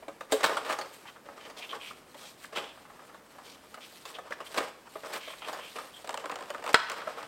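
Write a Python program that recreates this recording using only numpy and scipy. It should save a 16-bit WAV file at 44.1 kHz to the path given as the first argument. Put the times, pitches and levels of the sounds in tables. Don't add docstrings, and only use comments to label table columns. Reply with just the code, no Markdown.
import sys
import numpy as np
from scipy import signal
from scipy.fft import rfft, irfft, next_fast_len
from scipy.io import wavfile
from scipy.ndimage import uniform_filter1d, map_coordinates

SR = 44100
rng = np.random.default_rng(int(sys.argv[2]) if len(sys.argv) > 2 else 0)


def inscribe(sig):
    pcm = np.round(np.clip(np.atleast_2d(sig).T, -1, 1) * 32767)
    wavfile.write(sys.argv[1], SR, pcm.astype(np.int16))


N = 320607



def amp(db):
    return 10 ** (np.asarray(db) / 20)


def unit(x):
    return x / np.sqrt(np.mean(x ** 2) + 1e-20)


def along(points, hz):
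    f, v = np.transpose(points)
    return np.interp(np.log(hz + 1), np.log(f + 1), v)


def filtered(x, response):
    m = next_fast_len(N + SR // 2)
    return irfft(rfft(x, m) * response(np.fft.rfftfreq(m, 1 / SR)), m)[:N]


def colour(x, spectrum, size=2048):
    cepstrum = irfft(np.log(amp(along(spectrum, np.fft.rfftfreq(size, 1 / SR)))))
    cepstrum[1:size // 2] *= 2
    cepstrum[size // 2 + 1:] = 0
    pulse = irfft(np.exp(rfft(cepstrum)))
    return signal.fftconvolve(x, pulse / np.linalg.norm(pulse))[:len(x)]


def resonance(f, hz, width):
    return 1j * f * width / (hz * hz - f * f + 1j * f * width)


def wobble(rate):
    knots = rng.standard_normal(int(N * rate / SR) + 4)
    return map_coordinates(knots, [np.arange(N) * rate / SR])


def add(track, s, sound):
    start = max(round(s * SR), 0)
    part = track[start:start + len(sound)]
    part += sound[:len(part)]


def slips(rate, spread_db, smooth):
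    spread = amp(spread_db * np.clip(rng.standard_normal(N), -2, 2))
    sizes = spread * rng.choice([-1, 1], N)
    sparse = sizes * (rng.random(N) < rate / SR)
    return unit(unit(sparse) + smooth * rng.standard_normal(N))


def same_energy(ring):
    return ring / np.sqrt(np.sum(ring ** 2) / (SR // 100))


def burst(spectrum, t60, attack, tint_db=0):
    t = np.arange(SR // 5) / SR
    fade = amp(-60 * t / t60) * (1 - np.exp(-t / attack))
    hz = np.geomspace(20, SR / 2, num=60)
    tint = tint_db * rng.standard_normal(len(hz))
    tinted = np.column_stack([hz, along(spectrum, hz) + tint])
    return same_energy(colour(rng.standard_normal(len(t)) * fade, tinted))


def strokes(rows, attack, release, rest_db):
    t = np.arange(N) / SR
    power = np.full(N, amp(rest_db) ** 2)
    for s, length, db in rows:
        rise = np.clip((t - s) / min(attack, length / 2), 0, 1)
        fall = np.exp(-np.maximum(t - s - length, 0) / release)
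        power += (amp(db) * rise * fall) ** 2
    return np.sqrt(power)


# frequency in Hz, density in dB per Hz.
AIR = [(15, -78), (25, -6.5), (91, -7), (246, 2), (1530, -8), (3720, -21.5), (6550, -19.5), (15500, -26)]
AIR_DB = -58.5


def steady_air():
    return amp(AIR_DB) * unit(colour(rng.standard_normal(N), AIR))


# start in seconds, length in seconds, level in dB.
PUSHES = [(0.296, 0.12, -42), (0.439, 0.17, -38.5), (0.65, 0.086, -40.5), (0.78, 0.032, -44.5),
          (1.251, 0.61, -53.5), (1.717, 0.033, -47.5), (2.136, 0.12, -55), (2.522, 0.03, -44.5),
          (2.556, 0.021, -38.5), (2.641, 0.49, -61.5), (3.329, 0.22, -57), (4.053, 0.56, -54),
          (4.555, 0.042, -34), (5.04, 0.12, -43), (5.437, 0.14, -44), (5.754, 0.049, -41.5),
          (6.039, 0.64, -49.5), (6.676, 0.066, -40.5), (6.893, 0.35, -45.5)]
# frequency in Hz, density in dB per Hz.
PANEL = [(25, -69), (150, -15.5), (280, -9), (450, 2.5), (1300, -2.5), (2600, -11.5), (5000, -18),
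         (16000, -67)]
HISS = [(200, -38), (900, -13), (1900, 8.5), (3000, 9.5), (4200, -2), (5200, 6), (6500, -1.5), (8400, 4),
        (10200, -9.5), (13000, -4), (16000, -24)]
PUSH_ATTACK_S, PUSH_RELEASE_S = 0.0099, 0.05
PUSH_HISS_DB = -11.5
REST_PANEL_DB = -62.5


def rubbing():
    push = strokes(PUSHES, PUSH_ATTACK_S, PUSH_RELEASE_S, REST_PANEL_DB)
    pressure = wobble(rate=45)
    panel = amp(-2.0 + 2.77 * pressure) * colour(slips(rate=650, spread_db=2.5, smooth=0.89), PANEL)
    hiss = amp(PUSH_HISS_DB + 4.1 * pressure) * colour(slips(rate=680, spread_db=2.0, smooth=0.97), HISS)
    return push * (panel + hiss)


def patchy(x):
    z = signal.stft(x, nperseg=512)[2]
    across_frequency = uniform_filter1d(rng.standard_normal(z.shape), size=12, axis=0)
    field = uniform_filter1d(across_frequency, size=5, axis=1)
    return unit(signal.istft(z * amp(2 * unit(field)), nperseg=512)[1][:N])


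# start in seconds, length in seconds, level in dB.
BRUSHES = [(0.312, 0.016, -40.5), (0.85, 0.23, -64), (1.56, 0.16, -59), (1.795, 0.11, -55.5),
           (2.16, 0.14, -57), (2.37, 0.07, -55.5), (3.42, 0.17, -64), (3.79, 0.23, -57), (4.04, 0.068, -56),
           (4.44, 0.15, -58), (4.88, 1.13, -58), (5.12, 0.021, -43.5)]
# frequency in Hz, density in dB per Hz.
SLEEVE = [(200, -44), (900, -1), (2000, 4), (4200, 4.5), (6500, -2.5), (8400, 2.5), (10200, -5),
          (13000, -3.5), (16000, -12)]
BRUSH_ATTACK_S, BRUSH_RELEASE_S, BRUSH_FLUTTER_DB = 0.027, 0.036, 2.5
REST_HISS_DB = -68


def brushing():
    force = strokes(BRUSHES, BRUSH_ATTACK_S, BRUSH_RELEASE_S, REST_HISS_DB)
    grain = slips(rate=600, spread_db=2, smooth=1)
    flutter = amp(2.0 + BRUSH_FLUTTER_DB * wobble(rate=35))
    return force * flutter * patchy(colour(grain, SLEEVE))


# frequency in Hz, width in Hz, level in dB over the direct sound.
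BOX = [(291, 26, -3), (433, 95, -12.5), (556, 103, -7.5), (644.6, 21, -8.5), (815, 14, -8), (940, 52, -8.5),
       (1097, 142, -5.5), (1241, 50, -5), (1780, 190, -14.5), (3040, 89, -20)]


def hollow(t60=0.12):
    t = np.arange(SR // 5) / SR
    ring = np.zeros(len(t))
    for hz, _, db in BOX[1:4]:
        strength = amp(db + 3 * rng.standard_normal())
        pitch = hz * rng.normal(1, .03)
        ring += strength * np.sin(2 * np.pi * (pitch * t + rng.random()))
    return same_energy(ring * amp(-60 * t / t60) * (1 - np.exp(-t / .002)))


TAP_RING_DB, TAP_RING_T60_S = -17.5, 0.043


def spot(hz):
    t = np.arange(SR // 5) / SR
    neighbour = hz * rng.uniform(.85, 1.15)
    ring = np.sin(2 * np.pi * hz * t) + .4 * np.sin(2 * np.pi * (neighbour * t + rng.random()))
    return same_energy(ring * amp(-60 * t / TAP_RING_T60_S) * (1 - np.exp(-t / 0.00092)))


# start in seconds, level in dB, pitch of the spot
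# struck in Hz, thump in dB relative to the tap, tick in dB relative to the tap.
TAPS = [(0.024, -34.5, 664, -11, -20), (0.081, -27.5, 670, -3, -7.5), (0.208, -24.5, 1187, -10, -8),
        (0.321, -13, 574, -3, 3.5), (0.406, -27, 676, -6, 2), (0.46, -16, 854, -14, 2),
        (0.494, -15, 650, -6, -11), (0.569, -15, 1400, -16, -4), (0.697, -17.5, 635, -17, -7),
        (0.706, -19, 1750, -19, -9), (0.725, -16.5, 1300, -23, -2.5), (0.787, -21.5, 826, -10.5, -1.5),
        (0.812, -26.5, 4430, -4, 2.5), (1.286, -30, 1280, -9, -20), (1.498, -32, 675, -23, -2),
        (1.73, -25.5, 1150, -20, -15), (2.144, -35, 558, -3, -2), (3.145, -36.5, 1123, -9, -3),
        (3.742, -31, 1280, -19, -1), (4.053, -36, 1060, -6, 10), (4.185, -27, 730, -9, -6),
        (4.307, -29.5, 490, -6.5, -1), (4.323, -35.5, 1600, -9, 7), (4.403, -26.5, 1200, -8, -4.5),
        (4.543, -25, 1185, -11, 1.5), (4.58, -17.5, 976, -8.5, 0.5), (4.605, -20, 422, -7, -9),
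        (4.955, -26, 544, -2.5, -22), (5.034, -28.5, 530, -8, -11), (5.058, -32.5, 1090, -5.5, 1),
        (5.135, -25, 2360, -16, 4), (5.165, -28.5, 1040, -9, -7), (5.276, -30, 552, -6, -7),
        (5.483, -28.5, 1114, -10, -0.5), (5.529, -25.5, 810, -16, -1), (5.547, -30, 1310, -10, -10),
        (5.591, -28.5, 984, -14, -11), (5.785, -27, 1270, -25, 0), (6.044, -33, 696, -4, -1),
        (7.072, -20, 630, -13, -18)]
# frequency in Hz, density in dB per Hz.
KNOCK = [(60, -52), (300, -28.5), (650, 0), (1200, 2), (1800, -3), (2600, -13), (6000, -36)]
THUMP = [(25, -54), (130, -21), (260, -9), (420, -2), (580, 4), (900, -12.5), (2500, -63)]
CARD_TICK = [(200, -37), (1300, 4), (4000, 3), (6000, -5), (8500, -4), (11000, -15), (16000, -16)]


def taps():
    out = np.zeros(N)
    for s, db, hz, thump_db, tick_db in TAPS:
        thump = .7 * (burst(THUMP, t60=.06, attack=.0012, tint_db=2) + hollow())
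        tick = burst(CARD_TICK, t60=0.074, attack=0.00026, tint_db=4.0)
        add(out, s, amp(db - 16.0) * burst(KNOCK, t60=0.086, attack=0.00021, tint_db=3))
        add(out, s, amp(db + TAP_RING_DB) * spot(hz))
        add(out, s, amp(db + thump_db - 10) * thump)
        add(out, s, amp(db + tick_db - 17.0) * tick)
    return out


LID_POP_S, LID_POP_DB = 0.334, -17.5
# frequency in Hz, level in dB, decay time t60 in seconds.
LID = [(278, -12, 0.062), (431, -2, 0.15), (545, -0.5, .08)]


def lid():
    t = np.arange(SR // 4) / SR
    ring = sum(amp(level - 60 * t / t60) * np.sin(2 * np.pi * (hz * t + rng.random()))
               for hz, level, t60 in LID)
    out = np.zeros(N)
    add(out, LID_POP_S, amp(LID_POP_DB) * ring * (1 - np.exp(-t / 0.0036)))
    return out


# start in seconds, length in seconds, level in dB.
SCRAPES = [(0.43, 0.011, -23.5), (0.44, 0.0093, -23), (0.645, 0.043, -42), (0.69, 0.038, -36),
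           (2.555, 0.031, -39.5), (4.572, 0.015, -29.5), (5.124, 0.04, -44)]
# frequency in Hz, density in dB per Hz.
EDGE = [(25, -42), (200, -7.5), (500, 2.5), (1700, 3.5), (2400, -1.5), (4000, -3), (6000, -15),
        (8400, -10.5), (11000, -22.5), (16000, -22)]


def scrapes():
    t = np.arange(N) / SR
    force = np.zeros(N)
    for s, length, db in SCRAPES:
        grip = np.clip((t - s) / 0.0039, 0, 1)
        release = np.exp(-np.maximum(t - s - length, 0) / 0.0052)
        force += amp(db) * grip * release
    return colour(force * slips(rate=900, spread_db=3.0, smooth=0.8), EDGE)


# start in seconds, level in dB.
CREAKS = [(1.053, -48), (1.085, -51.5), (1.161, -50.5), (2.775, -52), (2.851, -52), (2.898, -50),
          (2.992, -51), (3.095, -54), (3.383, -46.5), (3.773, -46.5), (4.099, -52), (4.869, -50.5),
          (5.303, -47), (5.334, -46.5), (5.42, -43), (6.975, -45), (6.99, -42.5), (7.015, -43),
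          (7.181, -40.5), (7.214, -46)]


def creaks():
    out = np.zeros(N)
    for s, db in CREAKS:
        add(out, s, amp(db) * burst(KNOCK, t60=0.073, attack=0.00078, tint_db=3.5))
    return out


# start in seconds, length in seconds,
# level in dB, centre frequency in Hz, width in Hz.
WIPES = [(1.06, 0.048, -50.5, 2340, 2200), (1.39, 0.095, -51, 2230, 2490),
         (1.566, 0.042, -46.5, 3720, 3480), (1.608, 0.055, -43, 2670, 1100), (1.69, 0.041, -43, 3150, 1000),
         (1.794, 0.13, -47, 2690, 1210), (2.174, 0.14, -52.5, 4100, 3500),
         (2.552, 0.042, -34.5, 3060, 1700), (2.587, 0.14, -51.5, 3000, 1000), (3.43, 0.13, -54, 4130, 3340),
         (3.805, 0.051, -50, 2970, 2420), (4.139, 0.033, -45.5, 3100, 1200),
         (4.46, .021, -47.5, 3080, 1500), (5.197, 0.16, -46.5, 2740, 1800), (5.402, 0.081, -48, 2950, 900),
         (5.574, 0.13, -49.5, 2800, 1000), (5.935, 0.05, -51.5, 3250, 450)]
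# frequency in Hz, width in Hz, level in dB.
FLAP = [(2350, 290, 2.5), (3140, 250, 3)]


def wipes(flutter_db=2.5):
    out = np.zeros(N)
    grain = slips(rate=800, spread_db=0.0, smooth=0.92)
    f = np.fft.rfftfreq(SR // 2, 1 / SR)
    for s, length, db, hz, width in WIPES:
        u = np.linspace(0, 1, round(length * SR))
        swell = np.sqrt(4 * u * (1 - u))
        grip = rng.normal(1, .025)
        flap = 1 + sum(amp(level) * resonance(f, grip * mode, damping) for mode, damping, level in FLAP)
        skin = resonance(f, hz, width) * resonance(f, hz, 2 * width)
        drive = grain[round(s * SR):][:len(u)] * swell
        rasp = irfft(rfft(drive, SR // 2) * skin * flap)
        add(out, s, amp(db - 2.5) * rasp / np.sqrt(np.sum(rasp ** 2) / len(u)))
    return out * amp(flutter_db * wobble(rate=160))


# start in seconds, level in dB, pitch in Hz.
SQUEAKS = [(1.906, -39, 1263), (2.441, -38.5, 1773), (4.319, -29, 1651)]


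def squeaks(length=0.014):
    out = np.zeros(N)
    swell = np.hanning(round(length * SR))
    for s, db, hz in SQUEAKS:
        jitter = uniform_filter1d(rng.standard_normal(len(swell)), size=24)
        phase = 2 * np.pi * np.cumsum(hz * (1 + jitter)) / SR
        add(out, s - .001, amp(db) * swell * (np.sin(phase) + 0.11 * np.sin(2 * phase)))
    return out


# start in seconds, level in dB, tick in dB relative to the crackle.
CRACKLES = [(6.074, -30.5, -2), (6.092, -22.5, -4), (6.106, -31, -2), (6.142, -22.5, -6),
            (6.174, -25, -1.5), (6.24, -24.5, -28), (6.257, -23.5, -8.5), (6.296, -21.5, -11),
            (6.315, -33, 2.5), (6.32, -23.5, -12), (6.357, -28, -1), (6.387, -30, -8), (6.407, -29, -10),
            (6.456, -39, -3), (6.503, -23.5, -4), (6.546, -23.5, -15), (6.64, -26, -6.5),
            (6.663, -20.5, -8), (6.676, -24.5, -2.5), (6.691, -21.5, -8), (6.898, -29, 5), (6.917, -27, 0),
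            (7.229, -30.5, -4.5)]
# frequency in Hz, density in dB per Hz.
PLASTIC_TICK = [(200, -55), (1200, -5), (2600, 9), (4500, 1), (6000, -4.5), (8000, 1.5), (10500, -14.5),
                (16000, -16)]
# span in seconds, level, scatter either way
CRINKLE_S, CRINKLE_DB, CRINKLE_SPREAD_DB = (6.1, 7.05), -34, 2.5


def crackles(count=26):
    out = np.zeros(N)
    start, end = CRINKLE_S
    lesser = []
    for k, (late, size) in enumerate(rng.random((count, 2))):
        s = start + (end - start) * (k + late) / count
        lesser.append((s, CRINKLE_DB + CRINKLE_SPREAD_DB * (2 * size - 1), -8))
    for s, db, tick_db in CRACKLES + lesser:
        tick = burst(PLASTIC_TICK, t60=0.019, attack=0.00037, tint_db=3.0)
        add(out, s, amp(db - 16) * burst(KNOCK, t60=0.052, attack=0.00036, tint_db=3.5))
        add(out, s, amp(db - 20) * spot(rng.uniform(450, 1300)))
        add(out, s, amp(db - 21.0) * burst(THUMP, t60=0.069, attack=0.0015, tint_db=3.5))
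        add(out, s, amp(db + tick_db - 14.0) * tick)
    return out


SNAP_S, SNAP_DB = 6.744, -14.5
SNAP_RING_DB, SNAP_CLATTER_DB = -5.5, -19
REBOUND_S, REBOUND_DB = .007, -9
# frequency in Hz, level in dB, decay time t60 in seconds.
INSERT = [(453, -2.5, .07), (580, -6, 0.06), (951, 1.5, 0.087), (1309, 8, 0.035), (1495, 9, 0.045),
          (1734, 4, 0.044), (1910, 7.5, 0.035), (3300, 8.5, 0.022), (3670, -2, .025), (4110, 10, 0.014),
          (5030, 5.5, 0.016)]
# frequency in Hz, density in dB per Hz.
SLIDE = [(100, -37), (500, -10), (950, 0), (1350, 4), (2200, -4), (5000, -13), (16000, -56)]


def snap():
    t = np.arange(SR // 5) / SR
    u = (t - .0004) / .000145
    push = 4 * (u - .13) * np.exp((1 - u * u) / 2)
    ring = sum(amp(level - 60 * t / t60) * np.sin(2 * np.pi * (hz * t + rng.random()))
               for hz, level, t60 in INSERT)
    ring *= 1 - np.exp(-t / .001)
    crack = burst(PLASTIC_TICK, t60=.022, attack=.0003)
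    clatter = burst(KNOCK, t60=.04, attack=.0008)
    release = push + amp(SNAP_RING_DB) * ring + amp(SNAP_CLATTER_DB) * clatter + amp(-9.5) * crack
    out = np.zeros(N)
    add(out, SNAP_S - .0139, amp(SNAP_DB - 26.0) * burst(HISS, t60=0.03, attack=0.00043))
    add(out, SNAP_S - .0018, amp(SNAP_DB - 16) * burst(EDGE, t60=.012, attack=.001))
    add(out, SNAP_S, amp(SNAP_DB) * release)
    add(out, SNAP_S + REBOUND_S, amp(SNAP_DB + REBOUND_DB) * burst(SLIDE, t60=0.07, attack=.0003))
    return out


SLIDE_S, SLIDE_DB, SLIDE_FADE_DB_PER_S = 6.765, -37, 55
SLIDE_RING_DB = -7


def slide():
    since = np.arange(N) / SR - SLIDE_S
    fade = amp(SLIDE_DB - SLIDE_FADE_DB_PER_S * np.maximum(since, 0))
    force = np.clip(since / 0.0085, 0, 1) * fade
    grain = colour(slips(rate=900, spread_db=1, smooth=0.65), SLIDE)
    rattle = force * amp(1.7 * wobble(rate=150)) * grain

    def wall(f):
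        return 1 + sum(amp(SLIDE_RING_DB + db) * resonance(f, hz, np.log(1000) / np.pi / t60)
                       for hz, db, t60 in INSERT)

    return filtered(rattle, wall)


def box(x):
    return filtered(x, lambda f: 1 + sum(amp(db) * resonance(f, hz, width) for hz, width, db in BOX))


# frequency in Hz, decay time t60 in seconds.
ROOM = [(100, 0.19), (500, 0.37), (3000, 0.53), (12000, 0.3)]
SNAP_ROOM_DB, ROOM_DB = -15, -11


def room(x):
    hz, t, z = signal.stft(rng.standard_normal(SR // 2), SR, nperseg=256)
    tail = signal.istft(z * amp(-60 * t / along(ROOM, hz)[:, None]), SR, nperseg=256)[1]
    tail = np.pad(tail / np.linalg.norm(tail), (SR // 200, 0))
    return filtered(signal.fftconvolve(x, tail)[:N], lambda f: (1j * f / (1j * f + 150)) ** 2)


def scene():
    friction = rubbing() + brushing() + wipes() + squeaks() + scrapes()
    impacts = taps() + lid() + creaks() + crackles()
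    handling = box(friction + impacts)
    release = snap() + slide()
    reflections = room(amp(ROOM_DB) * handling + amp(SNAP_ROOM_DB) * release)
    return (handling + release + reflections + steady_air())[None]


TOP_HZ = 16000


def record(dry):
    return filtered(np.clip(dry[0], -1, 1), lambda hz: hz < TOP_HZ)[None]


dry = scene()
out = record(dry)
inscribe(out)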